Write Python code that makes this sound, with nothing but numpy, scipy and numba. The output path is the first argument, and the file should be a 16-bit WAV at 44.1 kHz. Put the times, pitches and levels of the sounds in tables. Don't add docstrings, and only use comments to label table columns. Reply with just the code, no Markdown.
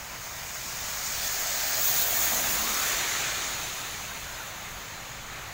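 import sys
import numpy as np
from scipy import signal
from scipy.fft import rfft, irfft, next_fast_len
from scipy.io import wavfile
from scipy.ndimage import uniform_filter1d
from numba import njit

SR = 44100
rng = np.random.default_rng(int(sys.argv[2]) if len(sys.argv) > 2 else 0)


def nominal_scale(level):
    x = np.asarray(level, float) / 20
    return 10 ** x


def int16_out(signal):
    q = np.round(np.clip(np.atleast_2d(signal).T, -1, 1) * 32767)
    wavfile.write(sys.argv[1], SR, q.astype(np.int16))


N = 244110
TIME_S = np.arange(N) / SR


def level(x, db):
    return x * nominal_scale(db) / np.sqrt(np.mean(x ** 2))


def colour(x, points):
    size = next_fast_len(N)
    hz, db = np.transpose(points)
    octave = np.log2(np.fft.rfftfreq(size, 1 / SR) + 1)
    below = np.maximum(np.log2(hz[0]) - octave, 0)
    above = np.maximum(octave - np.log2(hz[-1]), 0)
    gain = nominal_scale(np.interp(octave, np.log2(hz), db) - 23 * (below + above))
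    return level(irfft(rfft(x, size) * gain, size)[:N], 0)


def rise(s, spread_s):
    return .5 + .5 * np.tanh((TIME_S - s) / (2 * spread_s))


def curves(table):
    s, *columns = np.transpose(table)
    return [np.interp(TIME_S, s, c) for c in columns]


def walk(rate_hz):
    k = int(SR / rate_hz)
    held = np.repeat(rng.standard_normal(N // k + 1), k)
    return 1.3 * uniform_filter1d(uniform_filter1d(held, k), k)[:N]


def drops(rate_hz, spread_db):
    draws = rng.random((8 * N // 50, 3))[:int(rate_hz * N / SR)]
    when, size, sign = draws.T
    size_db = -spread_db * np.log(np.maximum(size, .03))
    return level(np.bincount((when * N).astype(int), nominal_scale(size_db) * np.sign(sign - .5), N), 0)


# flank at once, tail slowly; start_s [s], spread_s [s], rear_share [0-1]
TURN = [
    (1.84, 0.03, 0.54),
    (3.05, 0.37, 0.51),
]


def turn():
    return np.clip(sum(share * rise(s, spread_s) for s, spread_s, share in TURN), 0, 1)


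def wash(points, grain_share, rate_hz, spread_db, slow_db, quick_db, rear=None):
    share = np.clip(grain_share, 0, 1)
    merged = np.sqrt(1 - share) * rng.standard_normal(N)
    water = merged + np.sqrt(share) * drops(rate_hz, spread_db)
    sound = colour(water, points)
    if rear:
        sound = sound + turn() * (colour(water, rear) - sound)
    return sound * nominal_scale(slow_db * walk(11) + quick_db * walk(21.92))


def echo(x, delay_ms, share):
    return share * np.interp(np.arange(N) - delay_ms * SR / 1000, np.arange(N), x)


@njit
def svf(x, hz, width_hz):
    y, band, low = np.empty(len(x)), 0., 0.
    for i in range(len(x)):
        g, k = np.tan(np.pi * hz[i] / SR), width_hz[i] / hz[i]
        v = (band + g * (x[i] - low)) / (1 + g * (g + k))
        band, low, y[i] = 2 * v - band, low + 2 * g * v, k * v
    return y


# pitch_hz [Hz], level_db [dB per Hz]
RAIN_COLOUR = [(250, -10), (450, -6.5), (750, 0), (1300, 0), (2200, -0.5), (3000, -7.5), (5200, -18.5),
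               (8000, -46), (11000, -23), (16100, -25)]
RAIN_DB = -43


def rain():
    return nominal_scale(RAIN_DB) * wash(RAIN_COLOUR, 0.072, 3500, 4.4, 0.14, 0.57)


# pitch_hz [Hz], level_db [dB per Hz]
TRAFFIC_COLOUR = [(18, 8), (27, -1), (38, 0), (50, 7.5), (80, 1.5), (120, 4.5), (200, -3), (300, -16),
                  (500, -13.5)]
FAR_DB, FAR_EARLY_DB, FAR_ARRIVES_S, FAR_SWELL_DB = -48.5, -0.5, 1.2, .7


def traffic():
    level_db = FAR_DB + FAR_EARLY_DB * (1 - rise(FAR_ARRIVES_S, .15)) + FAR_SWELL_DB * walk(5)
    return nominal_scale(level_db) * wash(TRAFFIC_COLOUR, 0, 500, 2, .4, 0.1)


# pitch_hz [Hz], level_db [dB re body rumble]
ENGINE_TONES = [
    (50, -4),
    (202, -4),
]


def engine():
    turns = np.cumsum(1 + 0.0315 * walk(9)) / SR
    tones = sum(nominal_scale(db) * np.sin(2 * np.pi * hz * turns) for hz, db in ENGINE_TONES)
    return tones * nominal_scale(2.5 * walk(6))


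# pitch_hz [Hz], level_db [dB per Hz]
RUMBLE_COLOUR = [(40, 7), (60, -5), (130, -19), (210, 5), (320, -4.5), (480, -9.5), (800, -14)]
BODY_1M_DB, BODY_FAR_DB = -30.5, -59


def body(metres):
    gain = np.hypot(nominal_scale(BODY_1M_DB - 6.5) / metres, nominal_scale(BODY_FAR_DB - 6.0))
    return (wash(RUMBLE_COLOUR, 0, 500, 2, 0.39, 0.23) + engine()) * gain


# pitch_hz [Hz], level_db [dB per Hz]
ROAR_FRONT_COLOUR = [(300, -9), (480, -9), (650, 1.5), (1000, -4), (1700, 2), (2400, -1.5), (2900, -14.5),
                     (4500, -2.5)]
ROAR_REAR_COLOUR = [(300, -5.5), (480, -7.5), (650, -4), (1000, -4.5), (1300, -3), (1800, -3), (2400, -3),
                    (2900, -5.5), (4500, -28)]
HORN_HZ, HORN_SAG, HORN_SAG_S = 720, .18, 2.18
HORN_CLIMB_OCT, HORN_CLIMB_S, HORN_CLIMB_SPREAD_S = 1.75, 2.68, .12
HORN_WIDTH, HORN_WIDENS = .22, 1.3
HORN_DB, HORN_FROM_S, HORN_TO_S, HORN_SHADED_S = 4, 1.58, 3.4, 2.44


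def tread_roar(tyre_db):
    roar = wash(ROAR_FRONT_COLOUR, 0.11, 4000, 0.69, 0.34, 0.13, rear=ROAR_REAR_COLOUR)
    roar = roar * nominal_scale(tyre_db - 2.33)
    climb_oct = HORN_CLIMB_OCT * rise(HORN_CLIMB_S, HORN_CLIMB_SPREAD_S)
    horn_hz = HORN_HZ * (1 - HORN_SAG * rise(HORN_SAG_S, 0.041)) * 2 ** climb_oct
    width_hz = HORN_WIDTH * (1 + HORN_WIDENS * rise(HORN_CLIMB_S + .1, .07)) * horn_hz
    shade = 1 - np.exp(-((TIME_S - HORN_SHADED_S) / .07) ** 2)
    horn_db = HORN_DB * rise(HORN_FROM_S, .2) * (1 - rise(HORN_TO_S, .06)) * shade
    return roar + (nominal_scale(horn_db) - 1) * svf(roar, horn_hz, width_hz)


# start_s [s], extra_db [dB], length_s [s]
PUDDLE_SWELLS = [
    (0.247, 1.5, .04),
    (1.252, 3, 0.034),
    (1.604, 0.5, .04),
    (1.877, 5, 0.05),
    (2.004, 6, 0.045),
    (2.22, 3, 0.059),
    (2.863, 1, 0.12),
]


def puddles():
    return sum(db * np.exp(-((TIME_S - s) / length_s) ** 2) for s, db, length_s in PUDDLE_SWELLS)


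# pitch_hz [Hz], level_db [dB per Hz]
HISS_FRONT_COLOUR = [(1800, -6), (2800, -0.5), (3600, 0.5), (4300, 0.5), (5200, 1.5), (7000, -2),
                     (8500, -5.5), (11000, -11)]
HISS_REAR_COLOUR = [(1800, -14), (2800, -8), (3600, 0), (4300, -2), (4800, -6.5), (5400, -9), (6000, -6.5),
                    (7000, -7.5), (8500, -14), (11000, -22)]
HISS_FRONT_DB, HISS_REAR_DB, PUDDLE_HISS_SHARE = 4.5, 0.15, .6
HISS_YIELDS_S = 1.43
WAKE_DB, WAKE_S = 2, 2.73


def water_hiss(tyre_db):
    late = rise(HISS_YIELDS_S, 0.22)
    hiss_db = tyre_db + (1 - late) * HISS_FRONT_DB + late * HISS_REAR_DB
    hiss_db = hiss_db + WAKE_DB * rise(WAKE_S, 0.088) + PUDDLE_HISS_SHARE * puddles()
    hiss = wash(HISS_FRONT_COLOUR, 0.11, 6000, 3.5, 0.12, 0.15, rear=HISS_REAR_COLOUR)
    return hiss * nominal_scale(hiss_db - 4.0)


# start_s [s], level_db [dB]
TYRE_LEVEL = [(0, -50), (.45, -45.5), (1.22, -37), (1.72, -33.5), (1.86, -34), (2.1, -33.5), (2.35, -32),
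              (2.76, -32.5), (3.28, -34), (3.65, -38), (4.1, -42.5), (4.45, -45), (5.54, -48)]
PASSES_S, SPEED_M_S, KERB_M = 2.5, 21, 2.9
WALL_MS, WALL_FAR, WALL_NEAR = 1.65, 0.12, 0.027
GROUND_FRONT_MS, GROUND_REAR_MS, GROUND_SHARE = 1.226, 0.365, 0.03


def car():
    tyre_db = curves(TYRE_LEVEL)[0]
    metres = np.hypot(SPEED_M_S * (TIME_S - PASSES_S), KERB_M)
    direct = body(metres) + tread_roar(tyre_db) + water_hiss(tyre_db)
    wall = WALL_FAR + (WALL_NEAR - WALL_FAR) * np.sqrt(KERB_M / metres)
    ground_ms = GROUND_FRONT_MS + (GROUND_REAR_MS - GROUND_FRONT_MS) * rise(PASSES_S + 0.26, 0.15)
    heard = direct + echo(direct, WALL_MS, wall) + echo(direct, ground_ms, GROUND_SHARE)
    return heard / np.sqrt(1 + wall ** 2 + GROUND_SHARE ** 2)


# pitch_hz [Hz], level_db [dB per Hz]
SPRAY_FRONT_COLOUR = [(6500, 4), (8000, 3), (9200, -4.5), (10300, -17), (11300, -3), (12500, 3),
                      (14000, -7)]
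SPRAY_REAR_COLOUR = [(6500, -4), (8000, -6.5), (9500, -2.5), (11000, -2), (12500, -2.5), (14000, -7)]
MIST_COLOUR = [(11500, -21), (13200, -12), (14200, 4), (15000, 2), (15600, 5), (16100, 1)]
# start_s [s], level_db [dB]
WATER_LEVEL = [(0, -50), (.5, -45.5), (1.25, -36.5), (1.6, -34.5), (1.75, -32), (1.85, -30), (2.38, -31.5),
               (2.5, -32.5), (2.87, -37), (3.1, -42.5), (3.58, -46), (4.3, -52), (5.54, -61)]
COARSE_FRONT_DB, COARSE_REAR_DB, PUDDLE_COARSE_SHARE = -6.5, -3, .5
COARSE_SLOPE = 0.96
COARSE_LAG_S, COARSE_SMEAR_S = .07, .3


def spray():
    water_db, rear = curves(WATER_LEVEL)[0], turn()
    peak_db = water_db.max()
    late_db = uniform_filter1d(echo(water_db, 1000 * COARSE_LAG_S, 1), int(COARSE_SMEAR_S * SR))
    coarse_db = COARSE_SLOPE * (late_db - peak_db) + peak_db
    coarse_db = coarse_db + (1 - rear) * COARSE_FRONT_DB + rear * COARSE_REAR_DB
    coarse_db = coarse_db + PUDDLE_COARSE_SHARE * puddles()
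    coarse = wash(SPRAY_FRONT_COLOUR, 0.41, 6000, 3.6, .2, 1.0, rear=SPRAY_REAR_COLOUR)
    mist = wash(MIST_COLOUR, .3, 4000, 3, .2, 0.42)
    return coarse * nominal_scale(coarse_db - 3.0) + mist * nominal_scale(water_db + puddles() - 10)


# start_s [s], peak_db [dB]
SPLASH_HITS = [(0.2483, -32), (0.8116, -30), (0.9014, -29), (1.4147, -25), (1.5145, -24), (1.7055, -24.5),
               (1.8472, -19), (2.1914, -20), (2.5301, -22), (2.8524, -23), (4.4717, -34), (4.5047, -32),
               (4.6044, -31), (4.9277, -37)]


def splashes():
    s, peak_db = np.transpose(SPLASH_HITS)
    hits = np.zeros(N)
    hits[(s * SR).astype(int)] = nominal_scale(peak_db - 20)
    tail = np.exp(-np.arange(1024) / (0.0045 * SR))
    return signal.fftconvolve(hits, tail)[:N] * colour(rng.standard_normal(N), MIST_COLOUR)


# start_s [s], peak_db [dB], pitch_hz [Hz]
DRIP_RINGS = [
    (4.1094, -29, 1490),
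    (4.3999, -31.5, 1370),
    (5.3494, -34, 2040),
]


def drips():
    out, t = np.zeros(N + 4096), np.arange(4096) / SR
    envelope = np.exp(-t / 0.013) * (1 - np.exp(-t / .002))
    for s, peak_db, hz in DRIP_RINGS:
        ring = np.sin(2 * np.pi * hz * t * (1 + 2.35 * t)) * envelope
        start = int(s * SR)
        out[start:start + len(t)] += nominal_scale(peak_db - 4.5) * ring
    return out[:N]


def shimmer(x, patchy_db, count_bins, count_frames):
    spec = signal.stft(x, nperseg=512)[2]
    field = uniform_filter1d(rng.standard_normal(spec.shape), count_bins, axis=0)
    field = uniform_filter1d(field, count_frames, axis=1)
    return signal.istft(spec * nominal_scale(patchy_db * field / field.std()), nperseg=512)[1][:N]


def scene():
    far = shimmer(car() + spray() + rain(), 1.6, count_bins=2, count_frames=8)
    return np.tile(far + splashes() + drips() + traffic(), (2, 1))


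# start_s [s], band_share [0-1]
SIDE_BLOCKS = [(.165, .12), (.397, .25), (1.07, .5), (1.14, .12), (1.93, .12), (2.487, .2), (2.51, .4),
               (2.766, .25), (2.835, .2), (3.09, .45), (3.137, .25), (3.648, .12), (3.764, .12),
               (3.903, .12), (4.16, .2), (4.345, .4)]
SIDE_EDGES_HZ = np.geomspace(4200, 15700, 9)


def treble_side(mono):
    side, size = np.zeros(N), 2048
    band = np.searchsorted(SIDE_EDGES_HZ, np.fft.rfftfreq(size, 1 / SR))
    for s, share in SIDE_BLOCKS:
        block = slice(int(s * SR) - size // 2, int(s * SR) + size // 2)
        chosen = 1 + rng.permutation(len(SIDE_EDGES_HZ) - 1)[:round(share * 8)]
        phase = np.exp(2j * np.pi * rng.random(len(band)))
        noise = irfft(rfft(mono[block]) * np.isin(band, chosen) * phase)
        side[block] += noise * np.hanning(size) * nominal_scale(-2.0)
    return side


def band_limit(x):
    return signal.sosfilt(signal.butter(12, 17120, fs=SR, output="sos"), x)


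# pitch_hz [Hz], width_hz [Hz], boost_db [dB]
PORT_RINGS = [
    (6700, 900, 9),
    (15650, 1700, 13),
]
TOP_HZ = 15760


def record(dry):
    out = dry
    for hz, width_hz, boost_db in PORT_RINGS:
        b, a = signal.iirpeak(hz, hz / width_hz, fs=SR)
        out = out + (nominal_scale(boost_db) - 1) * signal.lfilter(b, a, out)
    size = next_fast_len(N)
    out = irfft(rfft(out, size) * (np.fft.rfftfreq(size, 1 / SR) < TOP_HZ), size)[:, :N]
    out = out + np.array([[1], [-1]]) * treble_side(out[0])
    return band_limit(out)


dry = scene()
out = record(dry)
int16_out(out)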